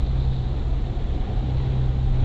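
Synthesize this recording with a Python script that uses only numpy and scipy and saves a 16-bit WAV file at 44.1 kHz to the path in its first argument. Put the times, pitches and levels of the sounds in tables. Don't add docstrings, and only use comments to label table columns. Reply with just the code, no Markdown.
import sys
import numpy as np
from scipy import signal
from scipy.fft import rfft, irfft, next_fast_len
from scipy.io import wavfile
from scipy.ndimage import uniform_filter1d

SR = 44100
rng = np.random.default_rng(int(sys.argv[2]) if len(sys.argv) > 2 else 0)


def natural_amplitude(level_db):
    exponent = np.asarray(level_db, float) / 20
    return 10 ** exponent


def to_wav(sig):
    pcm = np.clip(np.atleast_2d(sig), -1, 1) * 32767
    pcm = np.round(pcm).astype(np.int16)
    wavfile.write(sys.argv[1], SR, pcm.T)


N = 98916


def evened(x):
    return x / np.sqrt(np.mean(x ** 2) + 1e-20)


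def column(table, index):
    rows = np.array(table, float)
    return np.interp(np.arange(N) / SR, rows[:, 0], rows[:, index])


def read(points, hz):
    f, value = np.transpose(points)
    return np.interp(np.log(hz + 1), np.log(f + 1), value)


def coloured(colour):
    size = next_fast_len(N)
    gain = natural_amplitude(read(colour, np.fft.rfftfreq(size, 1 / SR)))
    noise = irfft(rfft(rng.standard_normal(size)) * gain, size)
    return evened(noise[:N])


def drift(top_hz):
    t = np.arange(N) / SR
    rates_hz = top_hz * np.geomspace(.05, 1, num=20)
    return evened(sum(np.sin(2 * np.pi * (f * t + rng.random())) / np.sqrt(f) for f in rates_hz))


def resonate(x, hz, width_hz):
    turn = np.exp(2j * np.pi * np.cumsum(hz * np.ones(len(x))) / SR)
    r = np.exp(-np.pi * width_hz / SR)
    smooth = signal.lfilter([1 - r], [1, -r], x / turn)
    return 2 * (turn * smooth).real


def engine():
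    # (time [s], firing tone [Hz], its level [dB], half tone level [dB])
    boom = [(0, 129.6, -34, -21.5), (.2, 130.1, -27, -26.5), (.45, 129.4, -29, -29.5),
            (.7, 129.5, -33, -28.5), (.95, 129.4, -36, -32.5), (1.15, 128.3, -37.5, -28),
            (1.3, 129, -37, -38.5), (1.45, 128.4, -27.5, -31), (1.7, 129.4, -25.5, -27.5),
            (1.9, 128.6, -24, -27), (2.05, 128.6, -25, -22.5), (2.24, 124, -23.5, -47)]
    # (multiple of the firing tone, level [dB])
    faint_orders = [(.75, -40), (1.249, -48.5)]
    waver_db, half_waver_db, faint_waver_db = 1.0, 2.5, 3
    turns = np.cumsum(column(boom, index=1)) / SR

    def tone(multiple, db):
        phase = 2 * np.pi * (multiple * turns + rng.random())
        return np.sqrt(2) * natural_amplitude(db) * np.sin(phase)

    firing = tone(1, column(boom, index=2) + waver_db * drift(12))
    half = tone(.5, column(boom, index=3) + half_waver_db * drift(15))
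    faint = sum(tone(k, db + faint_waver_db * drift(6)) for k, db in faint_orders)
    return firing + half + faint


def rumble():
    # (time [s], level [dB])
    surface = [(0, -21.5), (.12, -26.5), (.27, -23.5), (.41, -30), (.49, -23), (.56, -27.5), (.68, -25.5),
               (.85, -26.5), (.94, -29.5), (1.04, -24.5), (1.16, -25), (1.29, -33.5), (1.4, -27),
               (1.47, -44.5), (1.57, -24.5), (1.68, -29), (1.85, -22), (1.96, -31), (2.1, -25), (2.24, -18)]
    # (frequency [Hz], relative density [dB per Hz])
    body_colour = [(3, -17), (10, -15), (18, 0.5), (35, 6.5), (48, 5.5), (56, -4), (65, -4), (74, -12),
                   (90, -26), (150, -71.5)]
    shake = coloured(body_colour)
    shake = shake / (uniform_filter1d(shake ** 2, size=3000) + .1) ** .4
    return natural_amplitude(column(surface, index=1)) * evened(shake)


def throbs():
    # (time of the envelope peak [s], its level [dB], pitch [Hz])
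    bumps = np.array([(0.027, -15.5, 28.2), (.755, -15, 42), (1.211, -14.5, 37.96), (1.375, -15.5, 44.5),
                      (2.075, -16, 45), (2.118, -16.5, 42.06)])
    rise_s, fall_s = .014, .018
    t = np.arange(N)[None] / SR - bumps[:, :1]
    db, hz = bumps[:, 1:2], bumps[:, 2:]
    shape = np.exp(-(t / np.where(t < 0, rise_s, fall_s)) ** 2)
    swing = np.sin(2 * np.pi * (hz * t + rng.random((len(t), 1))))
    return (natural_amplitude(db) * shape * swing).sum(0)


def roar():
    # (frequency [Hz], relative density [dB per Hz])
    cabin_colour = [(30, -22), (70, -2.5), (85, -2), (100, 2.5), (118, 1.5), (145, -5.5), (175, -7.5),
                    (200, -6), (260, -9.5), (370, -11), (600, -19), (800, -21), (1000, -25), (1650, -31.5),
                    (2800, -34), (3500, -31), (3900, -31.5), (4300, -37), (4700, -45), (5200, -49.5),
                    (6200, -52.5), (9000, -100)]
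    level_db = -32.5
    patchy_db, swell_db, flicker_db = 0.5, 1.1, 1
    frames, hz = N // 256 + 8, np.fft.rfftfreq(1024, 1 / SR)
    patches = uniform_filter1d(rng.standard_normal((frames, 513)), size=14, axis=0)
    patches = evened(uniform_filter1d(patches, size=12, axis=1))
    flicker = rng.standard_normal((frames, 1)) * np.clip(hz / 2000, 0, 1)
    field = natural_amplitude(patchy_db * patches + flicker_db * flicker).T
    z = signal.stft(np.pad(coloured(cabin_colour), (0, 1024)), nperseg=1024, noverlap=768)[2]
    x = signal.istft(z * field[:, :z.shape[1]], nperseg=1024, noverlap=768)[1][:N]
    return natural_amplitude(level_db + swell_db * drift(3)) * evened(x)


def whine():
    # (time [s], centre pitch [Hz], level [dB])
    tread = [(0, 743, -49.5), (.4, 740, -51), (.75, 730, -48), (1.1, 715, -49.5), (1.5, 763, -47.5),
             (1.7, 787, -47), (1.95, 758, -50.5), (2.24, 786, -46.5)]
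    width_hz, wander_hz = 70, 14
    hz = column(tread, index=1) + wander_hz * drift(10)
    note = resonate(rng.standard_normal(N), hz, width_hz)
    note = resonate(note, hz, 2 * width_hz)
    return natural_amplitude(column(tread, index=2)) * evened(note)


def hand():
    # (time [s], level [dB])
    rustle = [(0, -54.5), (.06, -54.5), (.14, -60), (.22, -51), (.27, -55.5), (.38, -53), (.55, -59),
              (.68, -67), (2.24, -72.5)]
    # (frequency [Hz], width [Hz], relative level [dB])
    modes = [(3820, 540, 11.5), (3600, 480, -1.5), (2500, 1300, -6)]
    # (time [s], level [dB])
    taps = [(0.0644, -38), (0.173, -37.5), (0.207, -38), (0.2243, -36.5), (0.3341, -36), (0.3634, -38),
            (0.3856, -39), (0.5934, -41.5), (1.149, -39), (1.5694, -40.5)]
    grains_per_s, spread_db = 1500, 2
    top_hz, tick_s = 4500, 0.0034
    grains = natural_amplitude(spread_db * np.minimum(rng.exponential(1, N), 4))
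    grains *= rng.random(N) < grains_per_s / SR
    grains *= rng.choice([-1., 1.], N)
    t, push = np.arange(N) / SR, rng.standard_normal(N)
    ticks = sum(natural_amplitude(db) * np.exp(-(2 * (t - s - tick_s / 2) / tick_s) ** 2) for s, db in taps)
    dull = signal.butter(4, top_hz, fs=SR, output="sos")

    def case(x):
        ring = sum(natural_amplitude(db) * resonate(resonate(x, hz, w), hz, 2 * w) for hz, w, db in modes)
        return signal.sosfilt(dull, ring)

    gain = 1 / np.std(case(push))
    return gain * case(natural_amplitude(column(rustle, index=1)) * evened(grains) + .5 * ticks * push)


def scene():
    return (engine() + rumble() + throbs() + roar() + whine() + hand())[None]


def top_cut(x):
    return signal.sosfilt(signal.butter(12, 14800, fs=SR, output="sos"), x)


def record(dry):
    # (frequency [Hz], relative density [dB per Hz])
    hiss_colour = [(1000, 5), (4000, -2), (7300, 10), (12000, -0.5)]
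    # (frequency [Hz], gain [dB])
    band_gain = [(7200, 0), (7900, -5.5), (8300, -14.5), (8700, -30.5), (9000, -36.5), (11000, -34)]
    hiss_db, offset = -65, -.0014
    size = next_fast_len(N + 2048)
    noisy = dry + natural_amplitude(hiss_db) * coloured(hiss_colour)
    limited = rfft(noisy, size) * natural_amplitude(read(band_gain, np.fft.rfftfreq(size, 1 / SR)))
    heard = irfft(limited, size)[:, :N] + offset
    return top_cut(heard)


dry = scene()
out = record(dry)
to_wav(out)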